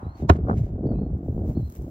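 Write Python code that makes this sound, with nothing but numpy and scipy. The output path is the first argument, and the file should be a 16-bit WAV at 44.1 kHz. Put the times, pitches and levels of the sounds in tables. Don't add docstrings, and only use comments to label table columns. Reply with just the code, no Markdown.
import sys
import numpy as np
from scipy import signal
from scipy.fft import rfft, irfft
from scipy.io import wavfile
from scipy.ndimage import uniform_filter1d

SR = 44100
rng = np.random.default_rng(int(sys.argv[2]) if len(sys.argv) > 2 else 0)


def master(y):
    cut = np.clip(np.atleast_2d(y).T, -1, 1)
    pcm = np.round(cut * 32767)
    wavfile.write(sys.argv[1], SR, pcm.astype(np.int16))


N = 83790
T = np.arange(N) / SR
HZ = np.fft.rfftfreq(N, 1 / SR)

# (frequency [Hz], relative density [dB])
AIR_SPECTRUM = [(100, 4), (900, 6.5), (2000, -12.5), (4000, -21), (7000, -23.5), (10000, -44),
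                (13000, -25.5), (16000, -25.5)]
SWISH_SPECTRUM = [(300, -9.5), (800, 9), (1200, -4), (2000, -20), (4000, -33.5), (9000, -43)]
RUMBLE_SPECTRUM = [(15, -34.5), (30, -8.5), (48, 3), (70, 9), (110, 3), (170, -1.5), (260, -29),
                   (500, -82.5)]
FLUTTER_SPECTRUM = [(60, -25.5), (140, 0.5), (220, 4), (330, -2), (500, -11.5), (720, -17), (1000, -37),
                    (1500, -48), (2500, -70), (5000, -100)]
GUST_SPECTRUM = [(150, -5), (400, 11), (700, 6), (950, -6), (1400, -9), (2000, -32.5), (4000, -52),
                 (8000, -71)]
RUSTLE_SPECTRUM = [(800, -5.5), (2200, 4.5), (3500, -3.5), (7000, -5.5), (10000, -25.5), (13000, -8.5),
                   (16000, -10.5)]
HISS_SPECTRUM = [(1000, -8), (2200, -3), (4000, -6), (7500, -4.5), (10000, -24), (13000, 0), (16000, 0)]
SNAP_SPECTRUM = [(800, -3), (2500, -9), (7000, -2.5), (10000, -8), (13500, 1.5), (16000, -0.5)]
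CRACK_SPECTRUM = [(200, -20), (1000, 15.5), (2000, -13.5), (4000, -6.5), (7800, -11), (9300, -29),
                  (11000, -34), (12800, -20.5), (16000, -26.5)]
RATTLE_SPECTRUM = [(100, 14), (400, 8), (1400, 1), (3000, -16), (5500, -24), (8000, -49.5), (16000, -50.5)]
# (frequency [Hz], side minus mid [dB])
NOISE_WIDTH = [(150, -71), (380, -48), (700, -9), (1250, 9.5), (2400, 0.5), (4400, -2.5), (9000, 12),
               (15000, 5)]
# (time [s], rumble [dB], flutter [dB])
WIND_LEVELS = [(0, -54.5, -51.5), (.07, -27, -45.5), (0.128, -43.5, -54), (0.189, -45.5, -46),
               (.235, -24.5, -29.5), (0.281, -33, -39), (0.358, -31.5, -30), (.44, -22.5, -36.5),
               (.5, -30.5, -27), (0.559, -22.5, -28.5), (0.642, -21, -38), (.685, -41.5, -39),
               (0.732, -25, -36), (0.782, -32.5, -34), (.86, -32, -30.5), (.94, -25, -26),
               (0.981, -25, -33.5), (1.019, -31, -25.5), (1.099, -29.5, -38.5), (1.142, -22, -35.5),
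               (1.21, -43, -36.5), (1.29, -25.5, -36), (1.33, -31.5, -33.5), (1.4, -25.5, -31.5),
               (1.469, -29, -32), (1.505, -20, -28), (1.538, -38.5, -40.5), (1.573, -25.5, -28),
               (1.651, -26, -44), (1.754, -53, -47.5), (1.797, -28.5, -41), (1.881, -40.5, -37)]
# (centre [s], level [dB], half length [s])
FAST_GUSTS = [(0.5, -33, 0.02), (0.929, -51, 0.011)]
# (start [s], level [dB], slowing time [s])
EDDIES = [(.028, -27, 0.0028), (.064, -29, 0.0029), (.221, -24, .004), (.232, -24.5, 0.0047),
          (.45, -23, 0.0024), (.484, -21.5, 0.0081), (.51, -21.5, 0.0037), (.808, -26, 0.0024),
          (.84, -20.5, 0.0043), (.852, -16.5, .0065), (.904, -22, .004), (1.018, -24.5, .004),
          (1.148, -27.5, .003), (1.282, -20.5, .005), (1.378, -19, 0.0025), (1.446, -31, 0.0025),
          (1.487, -24.5, .003), (1.569, -21.5, .004)]
# (time [s], pitch [Hz], relative level [dB])
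BIRD_CALLS = [
    [(.035, 3850, -72), (.07, 4000, -73.5), (.11, 4220, -65.5), (.135, 4330, -75), (.158, 4440, -65),
     (.19, 4180, -70.5), (.225, 3550, -70)],
    [(.858, 3900, -70), (.868, 4300, -67.5), (.876, 4750, -67.5), (.886, 4606, -79.5)],
    [(.893, 4480, -69.5), (.91, 4520, -67), (.945, 3980, -83), (.98, 4030, -70.5), (1.015, 4400, -76.5),
     (1.045, 4210, -77), (1.13, 4330, -98)],
    [(.915, 2390, -80), (.965, 2527, -71.5), (1, 2575, -81), (1.08, 2430, -86.5)],
    [(1.548, 4080, -68), (1.572, 4340, -63.5), (1.6, 4150, -73), (1.625, 4030, -69), (1.66, 4236, -62.5),
     (1.688, 3990, -75)],
]
# (centre [s], level [dB], half length [s])
BRUSHES = [(0.2, -65.5, 0.032), (0.516, -70.5, 0.037), (0.583, -62.5, 0.014), (0.646, -68.5, 0.04),
           (1.498, -74.5, 0.032)]
# (time [s], level [dB])
HISS_LEVELS = [(1.19, -91), (1.25, -74.5), (1.43, -74), (1.49, -62.5), (1.56, -71.5), (1.73, -66),
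               (1.76, -60), (1.79, -66.5), (1.9, -69.5)]
# (time [s], level [dB])
DRY_SNAPS = [(1.181, -66), (1.7, -48), (1.723, -52), (1.752, -50.5), (1.769, -52), (1.821, -54)]
# (time [s], impulse [dB], contact time [ms])
RIM_CONTACTS = [(0.2926, -21, 0.44), (0.296, -13, 0.11), (0.2977, -10.5, .15), (0.2993, -3, .12),
                (0.302, 3, 1)]
# (frequency [Hz], relative level [dB], T60 [s])
LID_MODES = [(183, -13, 0.1), (310, -10, 0.047), (391, -9, 0.06), (436, -11, 0.045), (544, -9.5, 0.052),
             (729, -1, 0.031), (980, -6, 0.021), (1055, -2.5, 0.036), (1395, -11, 0.034),
             (1464, -8.5, 0.031), (1662, -7, 0.021), (1945, -17, 0.029), (2303, -13, 0.028),
             (2952, -15, 0.021), (3670, -25, 0.024), (4102, -16.5, 0.024), (5460, -20, 0.021)]
# (frequency [Hz], left minus right [dB])
LID_BALANCE = [(450, 0), (700, -5.5), (1000, -9), (1400, 2), (1900, -8), (2400, 0), (3000, -3.5), (5600, 0)]
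# (frequency [Hz], left minus right [rad])
LID_PHASE = [(20, 0), (560, 0), (780, -1.5), (1000, -2.3), (1200, -4.2), (1400, -4.9), (4000, -5.2),
             (7000, -3.9), (10000, -3.1), (16000, -1)]
# (time [s], level [dB])
RIM_TICKS = [(0.3071, -39), (.329, -53.5), (.337, -49), (.349, -50), (0.365, -50)]


def amp(db):
    return 10 ** (np.asarray(db) / 20)


def unit(x):
    return x / np.sqrt(np.mean(x ** 2) + 1e-20)


def curve(points):
    hz, value = np.transpose(points)
    return np.interp(np.log(HZ + 1), np.log(hz + 1), value)


def noise(spectrum, envelope=1):
    white = rng.standard_normal((2, N))
    mid, side = rfft(white * envelope) * unit(amp(curve(spectrum)))
    side *= amp(curve(NOISE_WIDTH))
    return irfft(np.array([mid + side, mid - side]), N)


def wobble(cutoff_hz):
    return unit(irfft(rfft(rng.standard_normal(N)) / (1 + (HZ / cutoff_hz) ** 4), N))


def decay(start_s, t60_s):
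    return (T >= start_s) * amp(-60 * np.maximum(T - start_s, 0) / t60_s)


def swells(rows):
    return sum(amp(db) * np.exp(-.5 * ((T - centre_s) / half_s) ** 2) for centre_s, db, half_s in rows)


def convolve(a, b):
    return irfft(rfft(a, 2 * N) * rfft(b, 2 * N))[..., :N]


def steady(x):
    return x / np.sqrt(uniform_filter1d((x ** 2).mean(0), 1800) + 1e-9)


def air():
    garden = amp(-65.5) * noise(AIR_SPECTRUM)
    swish = amp(-47.5) * noise(SWISH_SPECTRUM) * decay(0, t60_s=1)
    return garden + swish


def wind():
    times_s, rumble_db, flutter_db = np.transpose(WIND_LEVELS)
    rumble = steady(noise(RUMBLE_SPECTRUM)) * amp(np.interp(T, times_s, rumble_db))
    lumps = amp(4.5 * wobble(90))
    flutter = steady(noise(FLUTTER_SPECTRUM, lumps)) * amp(np.interp(T, times_s, flutter_db))
    rasp = noise(GUST_SPECTRUM, amp(8 * wobble(160)) * swells(FAST_GUSTS))
    return rumble + flutter + rasp + sum(buffet(*eddy) for eddy in EDDIES)


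def buffet(start_s, db, slowing_s, start_hz=903.4, end_hz=70):
    age_s = np.maximum(T - start_s, 0)
    hz = end_hz + (start_hz - end_hz) * np.exp(-age_s / slowing_s)
    life = age_s / (1.68 * slowing_s)
    envelope = amp(db) * (life * np.exp(1 - life)) ** 2
    return envelope * np.sin(2 * np.pi * (np.cumsum(hz) / SR + rng.random()))


def birds():
    song = np.zeros(N)
    for call in BIRD_CALLS:
        times_s, hz, db = np.transpose(call)
        gate = uniform_filter1d(1. * (T > times_s[0]) * (T < times_s[-1]), size=200)
        pitch_hz = uniform_filter1d(np.interp(T, times_s, hz), size=400) * (1 + .005 * wobble(100))
        level_db = np.interp(T, times_s, db) + 2.4 * wobble(70)
        song += gate * amp(level_db) * np.sin(2 * np.pi * np.cumsum(pitch_hz) / SR)
    echo = rng.standard_normal((2, N)) * decay(.0082, t60_s=.3)
    echo /= np.linalg.norm(echo[0])
    return amp(-1.5) * (song + amp(-4) * convolve(song, echo))


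def rustle():
    grain = amp(2.5 * wobble(340))
    brushing = noise(RUSTLE_SPECTRUM, grain * swells(BRUSHES))
    hiss = noise(HISS_SPECTRUM, grain * amp(np.interp(T, *np.transpose(HISS_LEVELS))))
    bursts = sum(amp(db) * decay(start_s, t60_s=.011) for start_s, db in DRY_SNAPS)
    return brushing + hiss + noise(SNAP_SPECTRUM, grain * bursts)


def panel():
    force = np.zeros(N)
    for start_s, db, contact_ms in RIM_CONTACTS:
        progress = np.maximum(T - start_s, 0) * 1000 / contact_ms
        push = progress * np.exp(-4 * progress)
        force += amp(db) * push / push.sum()
    ring = sum(amp(db) * decay(0, t60_s) * np.sin(2 * np.pi * hz * T) for hz, db, t60_s in LID_MODES)
    crack = noise(CRACK_SPECTRUM)[0] * decay(0, t60_s=.011)
    return convolve(force, amp(-4.5) * ring + amp(-20) * crack)


def scrape(peak_s=.2988, rise_s=.0037, fall_s=.0016):
    envelope = np.exp(-np.maximum((peak_s - T) / rise_s, (T - peak_s) / fall_s))
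    return amp(-17) * noise(CRACK_SPECTRUM).mean(0) * envelope


def boom(start_s, hz=80.3, rise_s=.0021):
    age_s = np.maximum(T - start_s, 0)
    envelope = (1 - np.exp(-age_s / rise_s)) * decay(start_s, t60_s=.115)
    return -envelope * np.sin(2 * np.pi * hz * age_s)


def lid(shut_s=.302):
    impact = rfft(panel() + scrape() + boom(shut_s))
    pan = amp(curve(LID_BALANCE) / 2) * np.exp(.5j * curve(LID_PHASE))
    rattle = amp(-34) * noise(RATTLE_SPECTRUM) * decay(shut_s, t60_s=.25) * amp(4.1 * wobble(170))
    return irfft(np.array([impact * pan, impact / pan]), N) + rattle


def settling():
    return noise(CRACK_SPECTRUM, sum(amp(db) * decay(start_s, t60_s=.025) for start_s, db in RIM_TICKS))


def scene():
    return air() + wind() + birds() + rustle() + lid() + settling()


def record(dry, low_cut_hz=13, ceiling=.93, high_cut_hz=15900):
    cut = signal.sosfilt(signal.butter(2, low_cut_hz, "high", fs=SR, output="sos"), dry)
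    clipped = cut / (1 + (cut / ceiling) ** 8) ** (1 / 8)
    lowpass = signal.firwin(511, high_cut_hz, window=("kaiser", 9), fs=SR)
    return signal.oaconvolve(clipped, lowpass[None], "same")


dry = scene()
out = record(dry)
master(out)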